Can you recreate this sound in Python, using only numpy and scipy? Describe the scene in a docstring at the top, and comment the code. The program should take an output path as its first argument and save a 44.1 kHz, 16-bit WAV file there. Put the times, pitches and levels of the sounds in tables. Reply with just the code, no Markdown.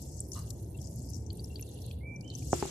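"""Wet grain drains in a tilted steel bowl held in a garden: clicks over noise make the grain rustle,
the water fizz and a lower trickle; noise puffs tick and short tones drip.
The bowl knocks as ringing modes and drags as wide noise. A bird whistles two scooped tones,
a hen clucks once as rough pulses through a throat, and far traffic rumbles as shaped noise."""
import sys
import numpy as np
from scipy import signal
from scipy.io import wavfile
from scipy.ndimage import uniform_filter1d

SR = 44100
rng = np.random.default_rng(int(sys.argv[2]) if len(sys.argv) > 2 else 0)


def pcm_store(signal):
    """Save signal as 16-bit PCM."""
    levels = np.round(np.clip(np.atleast_2d(signal), -1, 1) * 32767)
    wavfile.write(sys.argv[1], SR, levels.astype(np.int16).T)


N = 119070

# Grain shifting in the bowl: time_s, level_db
RUSTLE_LEVEL = [(0, -56), (.2, -55), (.29, -65.5), (.31, -65), (.33, -51), (.42, -59), (.5, -62),
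                (.62, -65.5), (.76, -73), (.8, -59), (1.17, -57), (1.27, -67.5), (1.31, -68), (1.6, -67),
                (1.9, -66), (2.02, -88.5), (2.2, -74), (2.3, -66.5), (2.38, -55), (2.5, -51), (2.54, -43),
                (2.7, -50.5)]
# Grain spectrum: freq_hz, density_db (per Hz, relative)
RUSTLE_SPECTRUM = [(3200, -100), (4300, -12.5), (5200, -2), (6500, 0.5), (7800, -0.5), (8800, -8),
                   (12000, -38), (14500, -63)]
# Fine fizz of draining water: time_s, level_db
FIZZ_LEVEL = [(0, -63.5), (.3, -65.5), (.33, -56), (.55, -65.5), (1.1, -65), (1.2, -69), (1.3, -83),
              (1.33, -67.5), (1.62, -66), (1.9, -64.5), (2.0, -72), (2.08, -79.5), (2.3, -80),
              (2.38, -63.5), (2.52, -58.5), (2.55, -56), (2.7, -62.5)]
# Fizz spectrum: freq_hz, density_db (per Hz, relative)
FIZZ_SPECTRUM = [(6500, -45.5), (8500, 0), (10500, 3.5), (12500, -1.5), (14200, -3.5), (14700, -64)]
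# Lower trickle: time_s, level_db
TRICKLE_LEVEL = [(0, -67), (.1, -79.5), (.31, -86), (.34, -66.5), (.55, -77), (.75, -75), (1.28, -87),
                 (1.31, -70.5), (1.5, -69), (1.65, -65.5), (1.9, -57), (2.02, -72.5), (2.1, -114),
                 (2.27, -79), (2.32, -62), (2.5, -65), (2.54, -52), (2.7, -60)]
# Trickle spectrum: freq_hz, density_db (per Hz, relative)
TRICKLE_SPECTRUM = [(1500, -47), (2300, -47), (2750, 19.5), (3100, 9), (3400, 20), (3750, 13), (4000, 18.5),
                    (4350, 18.5), (5000, 6), (6500, -51)]
# Splashy ticks: start_s, level_db, centre_hz, pan_db (left over right), width_hz (each pass), decay_s
TICK_EVENTS = [(0.019, -36.5, 11700, -1, 3020, 0.0031), (0.165, -39, 7500, 20, 800, 0.0032),
               (0.2035, -17, 7920, 0, 2000, 0.002), (0.318, -31, 5960, 17, 2400, 0.0037),
               (0.344, -39, 4400, 6, 1520, 0.0019), (0.5038, -31.5, 5460, 13.5, 4030, 0.0056),
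               (0.375, -38, 6560, 10, 4000, 0.0023), (0.391, -32, 5960, 11, 4970, 0.0014),
               (0.774, -48.5, 7500, 29, 990, 0.0035), (0.813, -48.5, 5700, 27.5, 1500, 0.0072),
               (0.958, -39, 10700, -9, 3500, 0.0036), (0.989, -45, 11500, -11, 2500, 0.0032),
               (1.018, -45, 7240, 21, 2000, 0.0028), (1.063, -49, 13000, -14, 3000, 0.003),
               (1.101, -40, 11100, -16, 2000, 0.0024), (1.102, -44, 6100, 18, 1490, 0.0025),
               (1.134, -36, 5700, 22, 2000, 0.002), (1.143, -39.5, 5550, 29, 1770, 0.0022),
               (1.155, -37, 5660, 19, 1790, 0.0017), (1.164, -40.5, 5300, 13, 1200, 0.0034),
               (1.263, -45.5, 6100, 18, 1950, 0.0047), (1.3293, -37, 10300, -12, 3040, 0.0026),
               (1.3707, -41.5, 8200, 3, 4000, 0.0054), (1.438, -38.5, 10550, -8, 2000, 0.0044),
               (1.442, -32.5, 5350, 8.5, 1220, 0.0039), (1.457, -43, 6130, 7, 3000, 0.0037),
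               (1.553, -46, 11800, 2, 5000, .002), (1.586, -48, 11500, -2, 2500, 0.0015),
               (1.595, -40, 13000, -2, 2000, 0.0048), (1.611, -26.5, 10860, -8, 1500, 0.002),
               (1.624, -28.5, 6000, 7, 1210, 0.002), (1.741, -45.5, 10360, -11, 1500, 0.0086),
               (1.8186, -46, 5560, 21, 2000, 0.0042), (1.863, -37.5, 8000, 7, 5070, 0.0028),
               (1.912, -42, 4400, 15, 3060, 0.0015), (2.159, -48.5, 5930, 20.5, 495, 0.0051),
               (2.209, -42.5, 5400, 21.5, 2500, 0.0025), (2.3014, -31, 4380, 0, 1540, 0.0021),
               (2.242, -46, 6800, 7, 900, 0.003), (2.277, -40.5, 5700, -3, 1500, 0.0043),
               (2.3513, -29, 6000, 20, 845, 0.003)]
# Tuned drips: start_s, level_db, pitch_hz, pan_db (left over right), length_s (envelope scale)
DRIP_EVENTS = [(0.744, -58.5, 2690, 11, 0.0094), (0.787, -61, 3250, -22, 0.0026),
               (1.303, -43, 4510, 10, 0.0018), (1.304, -59, 3050, -6, 0.006),
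               (1.393, -46.5, 4575, 7, 0.0055), (1.5, -59, 2720, 9, 0.0092), (1.523, -60, 2740, 5, 0.0075),
               (1.557, -42.5, 4580, 10, 0.0038), (1.557, -63.5, 3220, 24, 0.0042),
               (1.594, -45.5, 2610, 2, 0.0018), (1.624, -53.5, 2685, 3, 0.0073),
               (1.910, -47, 2565, 0, 0.0032), (1.911, -46, 3280, -8, 0.0029),
               (2.422, -59, 2430, -11, 0.003)]
# Bowl knocks: start_s, level_db, bright_db (per octave about 500 Hz), contact_s,
# upper_db (raises the upper ring, lowers the two middle modes)
KNOCK_EVENTS = [(2.5309, -10.5, 3, 0.00066, -5), (2.5418, -26, -6.5, 0.0018, -11),
                (2.626, -14.5, 2, 0.00054, 10), (2.6307, -29.5, 4.5, 0.00033, 7),
                (2.654, -27, 10, 0.00087, 7)]
# Bowl modes: freq_hz, level_db, t60_s, pan_db (left over right)
BOWL_MODES = [(289, -3.5, 0.049, 3), (349.4, -15, 0.7, -3), (381.7, 3, 0.086, 3.5),
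              (577, -10.5, 0.017, -18), (735, 0.5, 0.011, -7), (845, -12, 0.03, -1), (1140, -12, 0.01, -9),
              (1340, -36, 0.31, -2.5), (1626, -25, 0.017, -14), (2340, -17, .012, -14)]
# Bird whistles: start_s, length_s, pitch_hz, level_db, pan_db (left over right),
# scoop_hz (start below pitch), scoop_s, sag_db (by the end)
WHISTLE_NOTES = [(2.008, .166, 2338, -50, -4, 270, .05, -2), (2.232, .125, 3070, -51, -5, 330, .02, -10)]
# Hen throat resonances: freq_hz, width_hz (each pass), level_db
THROAT_RESONANCES = [(710, 74, 10.5), (1096, 347, 15), (1580, 100, -1.5), (1900, 140, -8), (2884, 84, 8.5),
                     (4200, 910, 2.5)]
# Traffic spectrum: freq_hz, density_db (per Hz, relative)
RUMBLE_SPECTRUM = [(20, -77), (38, -22), (52, -9), (70, 1.5), (125, -2.5), (200, -13.5), (400, -19),
                   (650, -27), (950, -35.5), (1150, -52.5), (2200, -54.5), (3200, -67), (9000, -78)]
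# Traffic stereo: freq_hz, likeness (left-right, 0 to 1)
RUMBLE_LIKENESS = [(60, 1), (190, 0.97), (350, 0.88), (650, 0.099), (1500, 0.24)]

SPRAY_HZ, SPRAY_WIDTH_HZ, SPRAY_DB = 9650, 3000, -8
DRIP_GLIDE = 0.012  # fraction of pitch
WET_TAIL_DB, WET_TAIL_T60_S = 3, 0.017
MIDDLE_HZ, UPPER_HZ = 640, 840  # where the bowl is struck trades these rings
BOWL_TAIL_DB, BOWL_TAIL_T60_S = -9, 0.075
SCRAPE_S, SCRAPE_RISE_S, SCRAPE_DB = 2.535, 0.0051, -50.5
SCRAPE_HZ, SCRAPE_WIDTH_HZ = 1520, 10600
SWELL_DB, STOP_S, FLUTTER_DB, WAVER_HZ = -16, 0.01, 1.8, 18
CLUCK_S, CLUCK_HZ, CLUCK_DB, CLUCK_PAN_DB = 0.352, 396.5, -38.5, -3.5
CLUCK_RISE_S, CLUCK_T60_S, CLUCK_ROUGH = 0.041, 0.15, 0.76
GARDEN_DB, GARDEN_T60_S = -4, 0.42
RUMBLE_DB = -40.5
BASS_CUT_HZ, EDGE_HZ = 42, 15300


def amp(db):
    """dB to gain."""
    return 10 ** (np.asarray(db) / 20)


def evened(x):
    """Scales to rms 1."""
    x = np.asarray(x)
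    return x / np.sqrt(np.mean(x ** 2) + 1e-20)


def drift(x, size):
    """Noise smoothed twice over size samples, rms 1."""
    return evened(uniform_filter1d(uniform_filter1d(x, size), size))


def read(points, hz):
    """Reads a curve on a log-frequency axis."""
    f, value = np.transpose(points)
    return np.interp(np.log(hz + 1), np.log(f + 1), value)


def panned(pan_db):
    """Left and right level offsets in dB, as a column."""
    return np.array([[pan_db / 2], [-pan_db / 2]])


def add(mix, start_s, sound, pan_db):
    """Mixes a sound in at start_s; positive pan leans left."""
    part = mix[:, round(start_s * SR):][:, :len(sound)]
    part += amp(panned(pan_db)) * sound[:part.shape[1]]


def resonate(x, hz, width_hz, passes):
    """A resonance of gain about 1 at its centre, applied several times."""
    turn = np.exp(2j * np.pi * hz * np.arange(len(x)) / SR)
    r = np.exp(-np.pi * abs(width_hz) / SR)
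    for _ in range(passes):
        x = 2 * (turn * signal.lfilter([1 - r], [1, -r], x / turn)).real
    return x


def coloured(x, spectrum, patchy_db, size):
    """Shapes two channels by a spectrum with drifting patches common to both; rms 1."""
    overlap = size * 3 // 4
    hz, _, z = signal.stft(x, SR, nperseg=size, noverlap=overlap)
    patches = rng.standard_normal(z.shape[1:])
    patches = evened(uniform_filter1d(uniform_filter1d(patches, 6, 0), 12, 1))
    z = z * amp(read(spectrum, hz)[:, None] + patchy_db * patches)
    shaped = signal.istft(z, SR, nperseg=size, noverlap=overlap)[1]
    return evened(shaped[:, :N])


def tail(x, t60_s):
    """A diffuse decaying noise tail of energy about 1, different per channel."""
    t = np.arange(SR // 2) / SR
    h = rng.standard_normal((2, len(t))) * amp(-60 * t / t60_s)
    return signal.fftconvolve(x, h / np.linalg.norm(h[0]), axes=1)[:, :N]


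def patter(curve, spectrum, per_s, spread_db, smooth, alike, pan_db, patchy_db, flicker_db):
    """Dense tiny clicks of uneven size over smooth noise, on a level curve that flickers."""
    sizes = amp(spread_db * np.minimum(rng.exponential(1, (3, N)), 5))
    clicks = sizes * (rng.random((3, N)) < per_s / SR)
    raw = evened(clicks * rng.standard_normal((3, N))) + smooth * rng.standard_normal((3, N))
    pair = raw[:2] + alike * raw[2]  # third stream is common to both channels
    sound = coloured(pair, spectrum, patchy_db, size=256)
    flicker = drift(rng.standard_normal(N), 500)
    s, db = np.transpose(curve)
    level_db = np.interp(np.arange(N) / SR, s, db) + flicker_db * flicker
    return sound * amp(level_db + panned(pan_db))


def rustle():
    """Shifting grain: dense clicks over noise, strongest around 5 to 8 kHz."""
    return patter(RUSTLE_LEVEL, RUSTLE_SPECTRUM, per_s=1500, spread_db=3.0, smooth=0.8,
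                  alike=0.4, pan_db=6.5, patchy_db=2.5, flicker_db=1.5)


def fizz():
    """Draining water: sparser, more uneven clicks over noise, above about 8 kHz."""
    return patter(FIZZ_LEVEL, FIZZ_SPECTRUM, per_s=700, spread_db=4.6, smooth=0.9,
                  alike=0.6, pan_db=-8, patchy_db=3.2, flicker_db=2.5)


def trickle():
    """Lower trickle: clicks over noise in several bands from about 2.7 to 5 kHz."""
    return patter(TRICKLE_LEVEL, TRICKLE_SPECTRUM, per_s=1000, spread_db=-6.5, smooth=0.97,
                  alike=0.13, pan_db=-1.5, patchy_db=4.0, flicker_db=2.0)


def ticks():
    """Each tick is a noise puff in a resonance, with a broad bright spray."""
    mix, t = np.zeros((2, N)), np.arange(1500) / SR
    for start_s, db, hz, pan_db, width_hz, decay_s in TICK_EVENTS:
        puff = rng.standard_normal(len(t))
        shape = np.minimum(t * 1500, 1) * np.exp(-(t / decay_s) ** 2)
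        # second differences tilt the noise to the treble
        edge = np.diff(puff * shape, n=2, prepend=[0, 0])
        tick = resonate(edge, hz, width_hz, passes=3)
        tick /= np.sqrt(np.mean(tick ** 2) / np.mean(shape ** 2))
        spray_edge = np.diff(puff[::-1] * shape, n=2, prepend=[0, 0]) / 3
        spray = resonate(spray_edge, SPRAY_HZ, SPRAY_WIDTH_HZ, passes=2)
        add(mix, start_s, amp(db - 14) * (tick + amp(SPRAY_DB) * spray), pan_db)
    return mix


def drips():
    """Each drip is a short tone gliding upward, with a small noise splash below its pitch."""
    mix, t = np.zeros((2, N)), np.arange(1500) / SR
    for start_s, db, hz, pan_db, length_s in DRIP_EVENTS:
        u = t / length_s
        puff = rng.standard_normal(len(t)) * np.exp(-t / 0.0022)
        splash = resonate(puff, 0.81 * hz, 2500, passes=2)
        add(mix, start_s, amp(db - 8) * splash, pan_db)
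        tone = np.sin(2 * np.pi * hz * t * (1 + DRIP_GLIDE * (u - 1)))
        add(mix, start_s, amp(db) * 1.63 * u * np.exp(-u ** 2) * tone, pan_db)
    return mix


def drops():
    """Ticks and drips with a short diffuse wet tail."""
    mix = ticks() + drips()
    return mix + amp(WET_TAIL_DB) * tail(mix, WET_TAIL_T60_S)


def knocks():
    """Each knock is a short smooth push ringing the same modes; every mode leans its own way."""
    mix, t = np.zeros((2, N)), np.arange(SR // 4) / SR
    for start_s, db, bright_db, contact_s, upper_db in KNOCK_EVENTS:
        push = np.sin(np.pi * np.clip(t[:200] / contact_s, 0, 1)) ** 2
        push /= push.sum()
        for hz, mode_db, t60_s, pan_db in BOWL_MODES:
            is_upper, is_middle = abs(hz - UPPER_HZ) < 60, abs(hz - MIDDLE_HZ) < 120
            spot_db = upper_db * (float(is_upper) - float(is_middle))
            level_db = mode_db + spot_db + bright_db * np.log2(hz / 500) - 60 * t / t60_s
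            ring = amp(level_db) * np.sin(2 * np.pi * hz * t + 0.7)
            add(mix, start_s, -amp(db - 11) * np.convolve(ring, push), pan_db)
    return mix + amp(BOWL_TAIL_DB) * tail(mix, BOWL_TAIL_T60_S)


def scrape():
    """The base drags after the first knock: wide noise that rises fast and holds to the end."""
    noise = rng.standard_normal((2, N))
    drag = evened([resonate(x, SCRAPE_HZ, SCRAPE_WIDTH_HZ, passes=2) for x in noise])
    rise = np.clip((np.arange(N) / SR - SCRAPE_S) / SCRAPE_RISE_S, 0, 1)
    return drag * amp(SCRAPE_DB) * rise


def whistles():
    """Sine whistles scoop up to pitch while they swell, with slight flutter and waver."""
    mix = np.zeros((2, N))
    for start_s, length_s, hz, db, pan_db, scoop_hz, scoop_s, sag_db in WHISTLE_NOTES:
        t = np.arange(0, length_s, 1 / SR)
        below = np.clip(1 - t / scoop_s, 0, 1)
        flutter, waver = drift(rng.standard_normal((2, len(t))), 300)
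        pitch_hz = hz - scoop_hz * below + WAVER_HZ * waver
        level_db = db + SWELL_DB * below + sag_db * t / length_s + FLUTTER_DB * flutter
        stop = np.clip((length_s - t) / STOP_S, 0, 1)
        tone = np.sin(2 * np.pi * np.cumsum(pitch_hz) / SR)
        add(mix, start_s, amp(level_db) * stop * tone, pan_db)
    return mix


def cluck():
    """A hen's rough pulses, harmonics mixed with noise, through throat resonances."""
    mix, t = np.zeros((2, N)), np.arange(SR // 4) / SR
    jitter = evened(uniform_filter1d(rng.standard_normal(len(t)), 200))
    turns = np.cumsum(CLUCK_HZ * (1 + 0.022 * jitter)) / SR
    pulses = sum(np.cos(2 * np.pi * k * turns) for k in range(1, 13))
    drive = (1 - CLUCK_ROUGH) * evened(pulses) + CLUCK_ROUGH * rng.standard_normal(len(t))
    voice = evened(sum(amp(db) * resonate(drive, hz, width_hz, passes=2)
                       for hz, width_hz, db in THROAT_RESONANCES))
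    envelope = np.minimum(t / CLUCK_RISE_S, 1) * amp(CLUCK_DB - 60 * t / CLUCK_T60_S)
    add(mix, CLUCK_S, voice * envelope, CLUCK_PAN_DB)
    return mix


def birds():
    """Whistles and cluck with the diffuse tail of the garden."""
    mix = whistles() + cluck()
    return mix + amp(GARDEN_DB) * tail(mix, GARDEN_T60_S)


def rumble():
    """Distant traffic: shaped noise, nearly alike in both channels in the bass."""
    a, b = np.fft.rfft(rng.standard_normal((2, N)))
    same = np.clip(read(RUMBLE_LIKENESS, np.fft.rfftfreq(N, 1 / SR)), 0, 1)
    pair = np.fft.irfft([a, same * a + np.sqrt(1 - same ** 2) * b], N)
    return amp(RUMBLE_DB) * coloured(pair, RUMBLE_SPECTRUM, patchy_db=1.85, size=4096)


def scene():
    """All sources together."""
    grain_and_water = rustle() + fizz() + trickle() + drops()
    return grain_and_water + knocks() + scrape() + birds() + rumble()


def record(dry):
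    """The microphone drops the deepest bass; then a steep low-pass limits the band."""
    bass_cut = signal.butter(3, BASS_CUT_HZ, "high", fs=SR, output="sos")
    thin = signal.sosfilt(bass_cut, dry)
    band_limit = signal.firwin(511, EDGE_HZ, window=("kaiser", 9), fs=SR)
    return signal.oaconvolve(thin, band_limit[None], "same")


dry = scene()
out = record(dry)
pcm_store(out)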